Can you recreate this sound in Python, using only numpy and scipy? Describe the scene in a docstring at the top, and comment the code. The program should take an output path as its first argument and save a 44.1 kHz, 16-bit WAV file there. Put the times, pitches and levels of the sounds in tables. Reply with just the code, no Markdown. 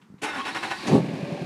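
"""Outdoors, beside the tailpipe of a diesel V8 pickup, as it starts up.
After a few soft thumps, the starter's small gear slams in and cranks the engine: the gear teeth
whine, and rattle as each piston comes into its squeeze. The engine catches with a few heavy blows
that ring the exhaust pipe, then settles into a lumpy idle with clattering injectors."""
import sys
import numpy as np
from scipy import signal
from scipy.fft import rfft, irfft
from scipy.io import wavfile
from scipy.ndimage import uniform_filter1d

SR = 44100
rng = np.random.default_rng(int(sys.argv[2]) if len(sys.argv) > 2 else 0)


def master(y):
    """Save y as 16-bit WAV."""
    cut = np.clip(np.atleast_2d(y).T, -1, 1)
    pcm = np.round(cut * 32767)  # scale
    wavfile.write(sys.argv[1], SR, pcm.astype(np.int16))


N = 63945

# the first firings, as the engine catches (t/s, blow level/dB, boom level/dB, gas level/dB)
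FIRST_FIRINGS = [(.883, -12, -27, -39), (.9135, -6, -13, -30.5), (.9325, -5, -8.5, -30),
                 (.950, -2.5, -18, -27), (.979, -15.5, -21, -23.5), (1.003, -17.5, -20, -36),
                 (1.024, -26, -20, -43), (1.046, -20, -22.5, -36), (1.083, -19, -23, -45),
                 (1.112, -21, -28, -39)]
# the four firings in one turn of the idling engine (blow level/dB, boom level/dB, gas level/dB)
IDLE_TURN = [(-39, -23, -32.5), (-25.5, -63, -41.5), (-26, -54, -39), (-27, -38, -38.5)]
IDLE_FROM_S, FIRING_HZ, FIRING_JITTER_S, FIRING_SCATTER_DB = 1.1365, 42.8, 0.00092, 1.7


def firings():
    """List when and how hard the engine fires: it catches, then repeats a lumpy pattern every turn."""
    count = np.arange(int((N / SR - IDLE_FROM_S) * FIRING_HZ) + 1)
    chance = rng.standard_normal((64, 4))[count]
    times = IDLE_FROM_S + count / FIRING_HZ + FIRING_JITTER_S * chance[:, 0]
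    levels = np.array(IDLE_TURN)[count % len(IDLE_TURN)] + FIRING_SCATTER_DB * chance[:, 1:]
    return np.vstack([FIRST_FIRINGS, np.column_stack([times, levels])])


# the notes the exhaust pipe rings at (f/Hz, level/dB, ring time/s)
PIPE_NOTES = [(135.6, -9.5, 0.1), (167, -10.5, 0.16), (203.4, 0.5, .11), (268, -7, 0.2), (325, -6.5, 0.054),
              (397, -6, 0.085), (531.6, -7, 0.086), (572, -20.5, 0.13), (646, -20.5, 0.096),
              (792.5, -11.5, 0.085), (866, -12, 0.065), (1090, -18, .06)]
# tone of gas leaving the pipe (f/Hz, level/dB)
GAS_TONE = [(30, -42), (60, -26), (100, -16), (150, -6), (350, 0), (470, -9), (600, -8), (780, -13),
            (1100, -26), (1400, -31.5), (3000, -36), (10000, -47), (14000, -66)]
PIPE_RISE_S, BOOM_SWELL_S, BOOM_LEAD_S, GAS_RING_DB = 0.0015, 0.0045, 0.0045, -12


def exhaust():
    """Each firing rings the pipe, booms in the muffler and lets out a puff of gas."""
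    times, blow_db, boom_db, gas_db = firings().T
    pipe = sum(undb(db) * ring(hz, ring_s) for hz, db, ring_s in PIPE_NOTES)
    pipe *= (1 - np.exp(-clock() / PIPE_RISE_S)) / 2
    blows = convolve(pulses(times, blow_db), pipe)
    muffler = ring(hz=163.7, ring_s=0.05) * (1 - np.exp(-clock() / BOOM_SWELL_S)) ** 2
    booms = convolve(pulses(times - BOOM_LEAD_S, boom_db), muffler / np.abs(muffler).max())
    puff = burst(0, rise_s=0.00038, hold_s=0.0011, fade_s=0.019)
    gas = rng.standard_normal(N) * convolve(pulses(times, gas_db), puff)
    rush = colour(gas, GAS_TONE) + undb(GAS_RING_DB) * convolve(gas, unit_energy(pipe))
    return blows + booms + rush


# how strongly gas streams out of the tailpipe (t/s, level/dB)
FLOW_LEVELS = [(.79, -101), (.832, -40), (.865, -31.5), (.895, -25), (.95, -19.5), (1.02, -37.5),
               (1.12, -37), (1.45, -42.5)]
SINGING_DB = -38.5


def gas_flow():
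    """Gas rushes out between the firings as the engine picks up, and the tailpipe sings at idle."""
    idling = np.clip((clock() - IDLE_FROM_S) * FIRING_HZ, 0, 1)
    draught = rng.standard_normal(N) * undb(SINGING_DB) * idling
    singing = convolve(draught, unit_energy(ring(hz=577.4, ring_s=0.93)))
    stream = rng.standard_normal(N) * undb(curve(FLOW_LEVELS))
    return colour(stream, GAS_TONE) + singing


# how fast the starter's teeth meet and how hard they push (t/s, f/Hz, level/dB)
CRANKING = [(.215, 220.2, -13), (.24, 300.1, 3.5), (.29, 306, 5), (.325, 289.7, -0.5), (.365, 285.9, 5),
            (.405, 238.8, 3.5), (.435, 266.8, -6.5), (.458, 328, -1), (.503, 267.6, -2),
            (.545, 349.1, -6.5), (.585, 297.2, -5), (.622, 352.9, -4), (.665, 299.5, 0), (.703, 355, -1.5),
            (.742, 312.7, -6), (.80, 386.3, -6), (.85, 331.6, -8), (.88, 370, 6), (.97, 385.7, -26)]
# the notes in the gear whine (multiple of the tooth rate, level/dB)
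WHINE_NOTES = [(1, -41), (3, -46.5)]
# gear rattle as each piston comes into its squeeze and slows the starter (t/s, level/dB, length/s)
RATTLES = [(0.451, -31.5, 0.043), (0.545, -28, .028), (0.627, -28.5, 0.021), (0.704, -27.5, 0.018)]
# tone of the clashing teeth (f/Hz, level/dB)
TEETH_TONE = [(35, -36), (65, -20), (110, -9), (160, -12), (250, -12.5), (330, 2), (480, -9), (640, -12),
              (770, 7.5), (1250, 0), (1750, -1), (2700, -3.5), (3300, -9), (5500, -20.5), (6500, -22),
              (10000, -25.5), (14000, -51)]
# the notes of the metal housing around the gears (f/Hz, level/dB, ring time/s)
HOUSING_NOTES = [(798, 0, 0.053), (875.5, -4.5, 0.18), (1020, -25, 0.19), (1099, -5, 0.32),
                 (1497, -5, 0.12), (1733, -5, 0.044), (1873, -6, 0.13), (2126, -5.5, 0.096),
                 (2627, -9.5, 0.27), (3855, -15, 0.18), (5360, -12, 0.035)]
CRANK_FROM_S, CRANK_LENGTH_S, RELEASE_S = CRANKING[0][0], CRANKING[-1][0] - CRANKING[0][0], 0.014
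RATTLE_PUSH, TOOTH_DB, GRIND_DB, GRIND_FLUTTER, HOUSING_DB = 21, -20.5, -35.5, 0.2, -12.5
BRUSH_RATIO, BRUSH_DB = 12.4, -45.5  # the motor's sliding contacts whine far above the tooth rate


def starter():
    """Gear teeth whine, grind and rattle as they turn the engine over, and their housing rings."""
    tooth_hz = curve(CRANKING)
    phase = turning(tooth_hz, wobble=0.015)
    engaged = burst(CRANK_FROM_S, rise_s=0.0013, hold_s=CRANK_LENGTH_S, fade_s=RELEASE_S)
    load = undb(curve(CRANKING, column=2)) * engaged
    rattle = sum(undb(db) * burst(t, rise_s=0.0043, hold_s=length, fade_s=0.012)
                 for t, db, length in RATTLES)
    force = load + RATTLE_PUSH * rattle
    whine = force * sum(undb(db + 2 * wander(hz=71.55)) * np.sin(round(multiple) * phase)
                        for multiple, db in WHINE_NOTES)
    brush_gain = undb(BRUSH_DB + 3.7 * wander(hz=120.9)) * np.minimum(1.27 * load, 1)
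    brushes = brush_gain * np.sin(turning(BRUSH_RATIO * tooth_hz, wobble=0.03))
    tooth_clicks = np.diff(np.floor(phase / (2 * np.pi)), prepend=0)  # one click per tooth
    impacts = tooth_clicks * force * undb(TOOTH_DB + 2 * wander(hz=309.5))
    grinding = grit() * (undb(GRIND_DB) * load + rattle) * (1 + GRIND_FLUTTER * np.cos(phase))
    teeth = impacts + grinding
    housing = sum(undb(db + HOUSING_DB) * unit_energy(ring(hz, ring_s))
                  for hz, db, ring_s in HOUSING_NOTES)
    return whine + brushes + undb(-3) * colour(teeth, TEETH_TONE) + convolve(teeth, housing)


# the starter's small gear is thrown forward, then lands (t/s, level/dB)
GEAR_CLACKS = [(0.217, -31.5), (0.2306, -31.5)]
# tone of those clacks (f/Hz, level/dB)
CLACK_TONE = [(50, -37), (110, -24), (200, 0.5), (420, 2.5), (600, -6.5), (830, -0.5), (1200, -12.5),
              (2500, -1), (4000, -12), (10000, -17), (14000, -40)]
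# the notes of the starter's front end, its nose (f/Hz, level/dB, ring time/s)
NOSE_NOTES = [(293, -2.5, 0.19), (436, 3, 0.12), (841, 3, 0.23), (1480, -4.5, 0.16)]


def gear_slam():
    """The starter's small gear crashes into the engine's big one and sets the starter's nose ringing."""
    crash = grit() * sum(undb(db) * burst(t, rise_s=0.0062, hold_s=0.0046, fade_s=0.027)
                         for t, db in GEAR_CLACKS)
    landing = pulses([GEAR_CLACKS[-1][0]], db=[-30])
    nose = sum(undb(db) * ring(hz, ring_s) for hz, db, ring_s in NOSE_NOTES)
    return colour(crash, CLACK_TONE) + convolve(landing, nose)


# two squeals of the housing (t/s, length/s, f/Hz, pitch slide/(Hz per s), level/dB)
HOUSING_SQUEALS = [(0.326, 0.048, 1460, -900, -32.5), (0.373, 0.061, 1079, 254.5, -29.5)]
SQUEAL_FADE_S = 0.019


def squeals():
    """The housing squeals as the starter strains to push the first piston through its squeeze."""
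    sound = np.zeros(N)
    for t, length, hz, slide, db in HOUSING_SQUEALS:
        swell = burst(t, rise_s=0.0093, hold_s=length - SQUEAL_FADE_S, fade_s=SQUEAL_FADE_S)
        pitch_hz = hz + slide * (clock() - t)
        sound += undb(db) * swell * np.sin(turning(pitch_hz, wobble=0.022))
    return sound


# loose metal clinking (t/s, level/dB, f/Hz, ring time/s)
METAL_CLINKS = [(0.958, -27, 1116, 0.12), (1.377, -30, 786, 0.036)]
# tone of the short hiss (f/Hz, level/dB)
HISS_TONE = [(1000, 0), (4000, -9), (6400, 2.5), (7600, -9.5), (10500, -8.5), (14000, -46)]


def shudder():
    """A short hiss is heard as the engine takes over, and its shaking makes loose metal clink."""
    hiss = grit() * undb(-38) * burst(0.868, rise_s=0.0027, hold_s=0.016, fade_s=0.02)
    clinks = sum(convolve(pulses([t], [db]), ring(hz, ring_s)) for t, db, hz, ring_s in METAL_CLINKS)
    return colour(hiss, HISS_TONE) + clinks


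# how loudly the fuel injectors and valves clatter (t/s, level/dB)
CLATTER_LEVELS = [(.68, -100), (.76, -47.5), (.82, -43), (.88, -37), (.955, -39.5), (1.0, -44),
                  (1.07, -43.5), (1.25, -44), (1.45, -44.5)]
# tone of the clatter (f/Hz, level/dB)
CLATTER_TONE = [(100, -3.5), (700, -5), (1100, 3), (1350, -7), (1600, 1), (1950, -1.5), (2400, 3),
                (3300, -7.5), (4100, -5.5), (6000, -16.5), (10000, -24.5), (14000, -37.5)]
CLATTER_DEPTH = 0.074


def clatter():
    """Injectors and valves tick at the far end of the truck, pulsing slightly at the firing rate."""
    beat = 1 + CLATTER_DEPTH * np.cos(2 * np.pi * FIRING_HZ * (clock() - IDLE_FROM_S))
    return colour(grit() * beat * undb(curve(CLATTER_LEVELS)), CLATTER_TONE)


# tone of the spinning starter motor's hiss (f/Hz, level/dB)
MOTOR_TONE = [(1500, -12), (4200, 3), (5500, -7.5), (6500, -11), (10000, -14), (14000, -34)]


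def motor_hiss():
    """The starter motor's hiss grows as it spins up."""
    swell = burst(CRANK_FROM_S, rise_s=0.38, hold_s=CRANK_LENGTH_S, fade_s=RELEASE_S)
    return undb(-44.5) * swell * colour(grit(), MOTOR_TONE)


# tone of air pumped through the pipe (f/Hz, level/dB)
PUMPING_TONE = [(35, -6), (65, 0), (105, -10.5), (165, -4), (230, 0.5), (400, -9), (2000, -56)]


def pumping():
    """While the starter cranks, the pistons push air down the exhaust with a soft rumble."""
    swell = burst(CRANK_FROM_S, rise_s=0.12, hold_s=CRANK_LENGTH_S, fade_s=0.23)
    return undb(-48) * swell * colour(rng.standard_normal(N), PUMPING_TONE)


# soft thumps in the truck's body (t/s, level/dB)
BODY_THUMPS = [(0.101, -35), (.122, -37), (0.126, -41), (.141, -31)]
# faint ticks (t/s, level/dB)
BODY_TICKS = [(.014, -60), (0.181, -62.5)]
# tone of the ticks (f/Hz, level/dB)
TICK_TONE = [(300, -12), (1000, 2.5), (3500, 0.5), (5000, -12), (7000, -13), (14000, -33)]


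def thumps():
    """Dull knocks and faint ticks sound in the truck's body before the starter goes in."""
    knocks = convolve(pulses(*np.array(BODY_THUMPS).T), ring(hz=186, ring_s=0.034))
    ticks = grit() * sum(undb(db) * burst(t, rise_s=0.0025, hold_s=0.008, fade_s=0.028)
                         for t, db in BODY_TICKS)
    return knocks + colour(ticks, TICK_TONE)


# tone of the outdoor background (f/Hz, level/dB)
AIR_TONE = [(25, -52), (60, -33), (130, -1), (210, 1), (400, -10), (650, -24), (950, -14), (2000, -22),
            (3000, -31.5), (4500, -31.5), (9500, -37.5), (13000, -45)]


def outdoor_air():
    """A quiet, steady hush lies behind everything."""
    return undb(-57) * colour(rng.standard_normal(N), AIR_TONE)


def undb(db):
    """Turn decibels into a number to multiply a sound by."""
    return 10 ** (np.asarray(db) / 20)


def clock():
    """The time of every sample, in seconds."""
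    return np.arange(N) / SR


def curve(rows, column=1):
    """Join one column of a table with straight lines over time."""
    rows = np.array(rows)
    return np.interp(clock(), rows[:, 0], rows[:, column])


def convolve(x, response):
    """Let every sample of x set off its own copy of the response."""
    return signal.fftconvolve(x, response)[:N]


def unit_energy(response):
    """Scale a response so that white noise keeps its power when played through it."""
    return response / np.linalg.norm(response)


def colour(x, tone):
    """Filter x so that its lows and highs follow a tone table."""
    hz, db = np.array(tone).T
    freqs = np.maximum(np.fft.rfftfreq(4096, 1 / SR), 1)
    gains = undb(np.interp(np.log(freqs), np.log(hz), db))
    # folding the cepstrum makes the filter ring only after a sound, never before it
    cepstrum = irfft(np.log(gains))
    half = len(cepstrum) // 2
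    folded = np.r_[cepstrum[0], 2 * cepstrum[1:half], np.zeros(half)]
    response = irfft(np.exp(rfft(folded)))
    return convolve(x, unit_energy(response))


def ring(hz, ring_s):
    """One pure note that fades by 60 dB in its ring time."""
    return np.sin(2 * np.pi * hz * clock()) * np.exp(-np.log(1000) * clock() / ring_s)


def wander(hz):
    """A random drift, about 1 in size, that heads for a new value hz times a second."""
    step = int(SR / hz)
    drift = uniform_filter1d(np.repeat(rng.standard_normal(N // step + 1), step), step)[:N]
    return drift / drift.std()


def turning(hz, wobble):
    """The angle (phase) of something that turns a little unevenly."""
    return 2 * np.pi * np.cumsum(hz * (1 + wobble * wander(hz=301.1))) / SR


def grit():
    """Noise like a crowd of tiny hits of uneven size."""
    hits = rng.standard_normal(N) * undb(wander(hz=1500))
    return hits / hits.std()


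def burst(start, rise_s, hold_s, fade_s):
    """A loudness shape that rises from the start and begins to die away hold_s after the start."""
    age = clock() - start
    return np.clip(age / rise_s, 0, 1) * np.exp(-np.maximum(age - hold_s, 0) / fade_s)


def pulses(times, db):
    """One sharp click at each of the times."""
    clicks = np.zeros(N)
    np.add.at(clicks, np.clip((np.asarray(times) * SR).astype(int), 0, N - 1), undb(db))
    return clicks


def scene():
    """The truck cranks and then runs, over quiet outdoor air."""
    air = outdoor_air()
    cranking = gear_slam() + starter() + squeals() + pumping() + motor_hiss()
    running = shudder() + exhaust() + gas_flow() + clatter()
    return (air + thumps() + cranking + running)[None]


LOW_CUT_HZ, HIGH_CUT_HZ = 94, 15100


def record(dry):
    """Take away the deep bass and the very highest treble."""
    bass_cut = signal.butter(3, LOW_CUT_HZ, "high", fs=SR, output="sos")
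    treble_cut = signal.ellip(8, .2, 70, HIGH_CUT_HZ, fs=SR, output="sos")
    return signal.sosfilt(treble_cut, signal.sosfilt(bass_cut, dry))


dry = scene()
out = record(dry)
master(out)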